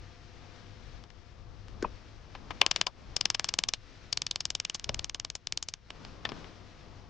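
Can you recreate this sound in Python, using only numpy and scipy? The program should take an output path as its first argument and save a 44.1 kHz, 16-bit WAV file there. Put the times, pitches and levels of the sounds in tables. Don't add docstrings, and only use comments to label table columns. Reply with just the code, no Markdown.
import sys
import numpy as np
from scipy import signal
from scipy.fft import rfft, irfft
from scipy.io import wavfile

SR = 44100
rng = np.random.default_rng(int(sys.argv[2]) if len(sys.argv) > 2 else 0)


def unload_wav(signal):
    wavfile.write(
        sys.argv[1],
        SR,
        np.round(np.clip(np.atleast_2d(signal).T, -1, 1) * 32767).astype(np.int16),
    )


N = 312669
TIME = np.arange(N) / SR


def undb(db):
    return 10 ** (np.asarray(db) / 20)


def unit(x):
    return x / np.sqrt(np.mean(x ** 2) + 1e-30)


def curve(table, column):
    rows = np.array(table)
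    return np.interp(TIME, rows[:, 0], rows[:, column])


def colour(points, hz):
    point_hz, db = np.transpose(points)
    return undb(np.interp(np.log(hz + 1), np.log(point_hz), db))


def band(hz, lo, hi, order=8):
    return 1 / np.sqrt((1 + (lo / (hz + 1)) ** (2 * order)) * (1 + (hz / hi) ** (2 * order)))


def resonance(hz, centre_hz, width_hz):
    return 1j * hz * width_hz / (centre_hz ** 2 - hz ** 2 + 1j * hz * width_hz)


def pan(db):
    gains = undb(np.array([db, -db]).reshape(2, -1) / 2)
    return gains / np.sqrt(np.mean(gains ** 2, axis=0))


def stereo_noise(size, apart):
    noise = rng.standard_normal((3, size))
    return (noise[0] + apart * noise[1:]) / np.sqrt(1 + apart ** 2)


def drift(rate_hz):
    knots = rng.standard_normal(1024)
    return unit(np.interp(TIME * rate_hz, np.arange(len(knots)), knots))


def add(out, start_s, sound):
    i = int(round(start_s * SR))
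    out[:, i:i + sound.shape[1]] += sound[:, :N - i]


# time in seconds, then levels of hiss, rush and rumble in dB.
BACKGROUND_LEVELS = [(0, -59, -58, -49), (0.12, -58.5, -58.5, -54.5), (0.28, -59.5, -57, -52),
                     (0.45, -56.5, -54.5, -54.5), (0.62, -58, -56.5, -51), (0.78, -58.5, -56, -50),
                     (0.98, -57, -55.5, -45.5), (1.06, -64, -59.5, -55.5), (1.25, -61, -58.5, -55),
                     (1.33, -62, -58.5, -48), (1.55, -64.0, -57.5, -49), (1.72, -59.5, -54.5, -47.5),
                     (1.9, -59, -54.5, -48), (2.05, -58, -57, -52.5), (2.22, -60.5, -57.5, -51),
                     (2.42, -58.5, -53.5, -50), (2.56, -55.5, -50.5, -49), (2.69, -59.5, -65, -50.5),
                     (2.79, -51.5, -51.5, -57), (2.85, -67, -61, -59), (2.91, -65, -64.5, -54),
                     (3.0, -60.5, -54.5, -53), (3.1, -58.5, -54, -47.5), (3.23, -60, -53.5, -54),
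                     (3.37, -63, -60.5, -54), (3.47, -53, -56, -54), (3.56, -64, -59, -60),
                     (3.66, -65, -56.5, -49.5), (3.79, -64, -63.5, -53), (3.9, -57.5, -57.5, -53.5),
                     (4.05, -57.5, -57.5, -55.5), (4.2, -61.5, -58, -54.5), (4.38, -63.5, -59.5, -55),
                     (4.53, -65.5, -60, -51.5), (4.68, -62, -61.5, -61), (4.82, -61.5, -60.5, -53),
                     (4.92, -61, -51.5, -39), (5.02, -58.5, -54.5, -46.5), (5.12, -66.5, -61.5, -54.5),
                     (5.28, -65.5, -61, -53.5), (5.42, -68, -66, -61), (5.55, -69, -60, -54),
                     (5.7, -66.5, -66.5, -55.5), (5.79, -68.5, -66, -60), (5.87, -63.5, -61, -57),
                     (5.95, -59, -53, -55), (6.08, -55.5, -50, -51), (6.2, -59.5, -52.5, -50.5),
                     (6.35, -55, -48, -47.5), (6.48, -56, -49, -54), (6.58, -60, -55, -55),
                     (6.8, -58.5, -55, -54.5), (6.97, -59.5, -54.5, -52.5), (7.07, -64, -57, -55)]
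# frequency in Hz, relative level in dB.
BACKGROUND_COLOUR = [(20, 0), (35, -2), (52, 0.5), (75, -4), (105, -3), (135, -10), (170, -11),
                     (280, -13.5), (600, -20), (1500, -22.5), (3000, -26.5), (5600, -29), (6800, -38),
                     (8000, -49.5), (9200, -59.5), (10200, -76.5)]
# time in seconds, left minus right in dB.
BACKGROUND_PAN = [(0, 6), (1.2, 11), (2, 7), (3.5, 5.5), (5, 5), (6.2, 5.5), (7.09, 6)]


def background(trim_db=-1.0, flicker_db=0.8):
    hz = np.arange(N // 2 + 1) * SR / N

    def layer(lo, hi, apart, level_db, flicker_hz):
        spectrum = rfft(stereo_noise(N, apart)) * colour(BACKGROUND_COLOUR, hz) * band(hz, lo, hi)
        return unit(irfft(spectrum, N)) * undb(level_db + flicker_db * drift(flicker_hz))

    hiss = layer(1300, 11000, apart=0.71, level_db=curve(BACKGROUND_LEVELS, 1) + trim_db, flicker_hz=25)
    rush = layer(150, 1300, apart=0.93, level_db=curve(BACKGROUND_LEVELS, 2) + trim_db, flicker_hz=18)
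    rumble = layer(15, 140, apart=0.99, level_db=curve(BACKGROUND_LEVELS, 3), flicker_hz=16)
    return (hiss + rush + rumble) * pan(curve(BACKGROUND_PAN, 1))


# pitch in Hz, base level in dB.
HUM_TONES = [(100, -60), (150, -67.5), (350, -76.5), (500, -70.5), (700, -71.5), (1200, -77)]
# time in seconds, gain in dB.
HUM_GAIN = [(0, 2), (1, -0.5), (1.1, -3), (1.8, -1), (2.4, -5), (2.9, -11), (4, -5), (5.7, -12.5),
            (6.1, -0.5), (7.09, 0)]


def hum(waver_db=0.1, waver_radians=0.59, pan_db=7):
    tones = np.zeros(N)
    for hz, db in HUM_TONES:
        amplitude = np.sqrt(2) * undb(db - waver_db * drift(2.6))
        tones += amplitude * np.sin(2 * np.pi * hz * TIME + waver_radians * drift(4.1))
    return tones * undb(curve(HUM_GAIN, 1)) * pan(pan_db)


# pitch in Hz, width in Hz, relative level in dB.
TICK_MODES = [(330, 130, -10.5), (670, 317, -8), (1130, 380, -7.5), (1670, 200, -8), (2310, 494, -4),
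              (3000, 306, 1.5), (3500, 443, -1.5), (4470, 725, -1), (5190, 986, 1), (6900, 1255, -0.5)]
# frequency in Hz, gain in dB.
TICK_ROLLOFF = [(5500, -2), (7300, -8), (8000, -10), (9000, -9.5), (9800, -22), (10800, -52)]
# low limit in Hz, high limit in Hz.
TICK_BANDS = [(200, 1500), (1500, 4200), (4200, 10500)]
# time in seconds, levels of body,
# middle and edge in dB (rms over 10 ms), length in seconds, near scatter in dB, left minus right in dB,
# ping pitch in Hz, ping gain in dB.
TICKS = [(1.0386, -60, -58, -62.5, 0.00081, -12, 1, 4720, 8),
         (1.103, -58.5, -56.5, -64.5, 0.0019, -21, 14, 2020, 8),
         (1.683, -58, -59.5, -65, 0.0011, -15, 5, 2000, 6),
         (1.8257, -47, -53, -45.5, 0.0013, -11, 1, 2140, 18),
         (2.351, -43.5, -46.5, -69, 0.003, -6, 6, 2020, 4.5),
         (2.5068, -35.5, -41.5, -55.5, 0.0015, -2, 9.5, 2220, 10),
         (2.6154, -25.5, -16.5, -30.5, 0.0013, -24, 6.5, 2480, 7),
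         (2.6639, -33, -26, -29.5, 0.00071, -24, 6.5, 3880, -1),
         (2.7131, -36.5, -27.5, -28.5, 0.0025, -32, 7.5, 5330, 5),
         (2.7616, -39.5, -29, -35.5, 0.00093, -13, 7, 3200, -8),
         (2.8135, -34, -25.5, -29.5, 0.0015, -23, 6, 3620, 0),
         (2.8677, -40, -31.5, -34, 0.0028, -13, 8, 5060, 7),
         (3.1654, -41, -35.5, -27.5, 0.0025, -19, 9, 5400, 7.5),
         (3.211, -41.5, -31.5, -28.5, 0.0013, -32, 6.5, 4900, 9),
         (3.2556, -37.5, -27.5, -27, 0.0014, -31, 5, 5400, 7.5),
         (3.3019, -38, -33, -28, 0.00084, -19, 5, 5250, 5),
         (3.3472, -41, -32, -33.5, 0.0036, -26, 5, 5250, 7),
         (3.3961, -36.5, -34, -32.5, 0.00099, -17, 3, 1990, 10.5),
         (3.444, -39.5, -36, -32.5, 0.0009, -13.5, 4.5, 5170, 2),
         (3.489, -44, -35, -32, 0.0035, -31, 3.5, 4950, 6),
         (3.5394, -42, -35.5, -32.5, 0.00061, -20, 2, 3830, -2),
         (3.5886, -37.5, -28.5, -27.5, 0.0014, -22, 4.5, 3320, -1.5),
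         (3.6376, -43.5, -30.5, -33, 0.0013, -21, 1.5, 3720, 2.5),
         (3.6879, -43.5, -34.5, -29.5, 0.0027, -21, 7, 5670, 7),
         (3.7368, -41.5, -32, -32.5, 0.00077, -14, 3.5, 3960, 7),
         (4.1279, -46.5, -35, -28.5, 0.0025, -29, 6, 4610, 8),
         (4.1737, -45.5, -35.5, -31, 0.001, -26, 1.5, 4300, 7),
         (4.2193, -48.5, -36.5, -33.5, 0.001, -25, 1.5, 6120, 4),
         (4.2666, -51, -36.5, -35, 0.0011, -21, 3, 4440, 7),
         (4.312, -51, -35, -32, 0.0011, -21.5, 1.5, 3760, 10.5),
         (4.359, -44, -36, -34.5, 0.00084, -25, 1.5, 4630, 5),
         (4.4061, -49, -40, -34.5, 0.0027, -18, 1.5, 5030, 9),
         (4.454, -46.5, -37, -30.5, 0.00078, -20, 4, 5040, 2.5),
         (4.504, -48, -38, -34, 0.00099, -19.5, 3.5, 6330, 3),
         (4.5515, -45, -35, -32.5, 0.0011, -27, 3.5, 3600, 5),
         (4.6007, -50, -36.5, -33, 0.001, -25, 1, 5730, 3),
         (4.6507, -49.5, -36, -35, 0.0017, -33, 2, 2840, 10),
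         (4.6982, -49.5, -37, -36.5, 0.0011, -21, 2, 2960, 8),
         (4.7465, -45.5, -42, -34, 0.0043, -3.5, 2.5, 5170, 1),
         (4.7967, -60, -48, -44.5, 0.00072, -33, 2.5, 2820, 0),
         (4.8431, -54.5, -40, -39, 0.0011, -21, 2, 5430, 4),
         (4.8929, -38, -32.5, -38, 0.0017, -20, 4, 5530, 11),
         (4.9448, -47.5, -38.5, -36.5, 0.0012, -27, 3.5, 6660, 4),
         (4.9935, -46.5, -37, -38.5, 0.0015, -32, 4.5, 3830, 6.5),
         (5.0444, -50.5, -40.5, -35, 0.00056, -18, 4.5, 6200, 3),
         (5.0965, -51.5, -40.5, -39.5, 0.0011, -34, 3, 6330, 6),
         (5.1465, -43, -39.5, -39, 0.001, -14.5, 1, 3050, 4),
         (5.199, -53, -41, -37, 0.00092, -30, 3, 6200, 6),
         (5.2491, -45.5, -41.5, -38, 0.0013, -23, 1.5, 6330, -1.5),
         (5.3014, -53.5, -42.5, -38, 0.0007, -23, 2, 6240, 5),
         (5.3534, -47.5, -44.5, -37.5, 0.0017, -12, 4, 6800, 4.5),
         (5.4713, -51, -38.5, -36, 0.00074, -35, 5, 4220, 4.5),
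         (5.5238, -50, -38.5, -33, 0.00082, -23, 3.5, 2260, 11),
         (5.5746, -49.5, -38.5, -32.5, 0.00092, -22, 3, 3870, 8.5),
         (5.6268, -50, -45, -35.5, 0.001, -14.5, 3.5, 6460, 4.5),
         (5.6866, -51.5, -44.5, -37, 0.00097, -13.5, 2.5, 4780, 1.5),
         (5.7385, -53, -42.5, -39.5, 0.00097, -21, 3, 6160, 6.5),
         (5.9044, -47.5, -42.5, -53.5, 0.0016, -19, 1.5, 3060, 0.5),
         (6.05, -50.5, -49.5, -57, 0.001, -16, 2, 4600, 8),
         (6.2523, -36.5, -34, -49.5, 0.0026, -11, 2.5, 3620, 3),
         (6.2911, -43, -42, -58, 0.0016, -4, 9, 5430, 14),
         (6.3193, -43.5, -46.5, -62, 0.0015, -10, 6, 2000, 11),
         (6.4437, -55, -51.5, -79, 0.0015, -11, 11, 2000, 23)]


def ticks(snap_s=0.0007, skirt_db=-27, skirt_s=0.0031, evenness=0.57,
          near_s=0.0051, yard_s=0.014, yard_hz=1500, size=8192):
    lead = size // 8
    t = (np.arange(size) - lead) / SR
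    hz = np.arange(size // 2 + 1) * SR / size
    modes = sum((-1) ** k * undb(db) * resonance(hz, pitch_hz, width_hz)
                for k, (pitch_hz, width_hz, db) in enumerate(TICK_MODES))
    steel = modes * colour(TICK_ROLLOFF, hz)
    to_10_ms = np.sqrt(0.01 * SR / size)
    scatter_onset = np.clip(t / 0.0064, 0, 1)
    out = np.zeros((2, N))
    for time_s, *band_dbs, length_s, near_db, pan_db, ping_hz, ping_db in TICKS:
        rise_s = min(0.56 * length_s, 0.0009)
        fade_s = np.where(t < 0, rise_s, 0.82 * length_s)
        envelope = np.exp(-abs(t) / fade_s) + undb(skirt_db) * np.exp(-abs(t) / skirt_s)
        burst = unit(envelope * stereo_noise(size, apart=0.31))
        snap = snap_s / length_s * unit(1. * (t == 0))
        strike = rfft(burst + snap)
        flattened = irfft(strike / (abs(strike) + 1e-9) ** evenness)
        force = unit(flattened * np.tanh(20 * envelope))
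        near = unit(scatter_onset * np.exp(-abs(t) / near_s) * stereo_noise(size, apart=0.33))
        yard = unit(scatter_onset * np.exp(-abs(t) / yard_s) * stereo_noise(size, apart=0.35))
        scatter = undb(near_db) * rfft(near) + undb(-17) * rfft(yard) / (1 + 1j * hz / yard_hz)
        ping = 1 + (undb(ping_db) - 1) * resonance(hz, ping_hz, width_hz=700)
        ring = (rfft(force) + scatter) * steel * ping
        tick = sum(undb(db) * unit(irfft(ring * band(hz, lo, hi)))
                   for db, (lo, hi) in zip(band_dbs, TICK_BANDS))
        add(out, time_s - lead / SR, to_10_ms * tick * pan(pan_db))
    return out


def thumps(below_edge_db=11, typical_hz=125, decay_s=0.008, size=2048):
    t = np.arange(size) / SR
    envelope = np.exp(-t / decay_s) * np.tanh(t / 0.0012)
    out = np.zeros((2, N))
    for time_s, _, _, edge_db, _, _, pan_db, _, _ in TICKS:
        pitch_hz = typical_hz * np.exp(0.28 * rng.standard_normal())
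        thump = envelope * np.sin(2 * np.pi * pitch_hz * t)
        add(out, time_s, undb(edge_db - below_edge_db) * thump * pan(pan_db))
    return out


# start in seconds,
# level in dB, pitch in Hz, length of the push in seconds, time to fade by 60 dB in seconds.
KNOCK_NOTES = [(1.824, -36, 1536, .001, 0.056), (1.826, -22, 350, 0.0037, 0.022),
               (1.8431, -26.5, 1230, .003, 0.0087), (1.8439, -23, 975, 0.0061, 0.012),
               (1.845, -35, 173, .004, 0.043), (1.8454, -31, 473, 0.002, 0.051),
               (1.846, -40, 2520, 0.0011, 0.043), (2.615, -28, 550, 0.0013, 0.033),
               (2.618, -38.5, 1048, .002, 0.22), (2.867, -26, 1027, 0.0027, 0.032),
               (4.894, -29, 600, 0.0013, 0.016), (4.894, -26.5, 154, 0.0021, 0.043),
               (6.251, -29, 3500, .002, 0.029), (6.2525, -28, 1837, 0.0023, 0.027),
               (6.319, -32, 278, 0.0014, 0.026)]


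def knocks(roughness=0.33, pan_db=5.5, size=8192):
    t = np.arange(size) / SR
    hz = np.arange(size // 2 + 1) * SR / size
    out = np.zeros((2, N))
    for start_s, db, pitch_hz, push_s, t60 in KNOCK_NOTES:
        swell = np.sin(np.pi / 2 * np.clip(t / push_s, 0, 1)) ** 2
        fade = np.exp(-np.log(1000) * np.maximum(t - push_s, 0) / t60)
        ring = fade * np.sin(2 * np.pi * pitch_hz * t)
        around_pitch = band(hz, pitch_hz / 2, pitch_hz * 1.3, order=10)
        noise = unit(irfft(rfft(stereo_noise(size, apart=0.59)) * around_pitch))
        chatter = roughness * fade ** 0.42 * noise
        add(out, start_s, undb(db) * swell * (ring + chatter) * pan(pan_db))
    return out


def scene():
    return ticks() + thumps() + knocks() + background() + hum()


def record(dry, overload=0.7, top_hz=15400):
    clipped = np.clip(dry, -overload, overload)
    low_pass = signal.ellip(8, 0.2, 70, top_hz, fs=SR, output="sos")
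    return signal.sosfilt(low_pass, clipped)


dry = scene()
out = record(dry)
unload_wav(out)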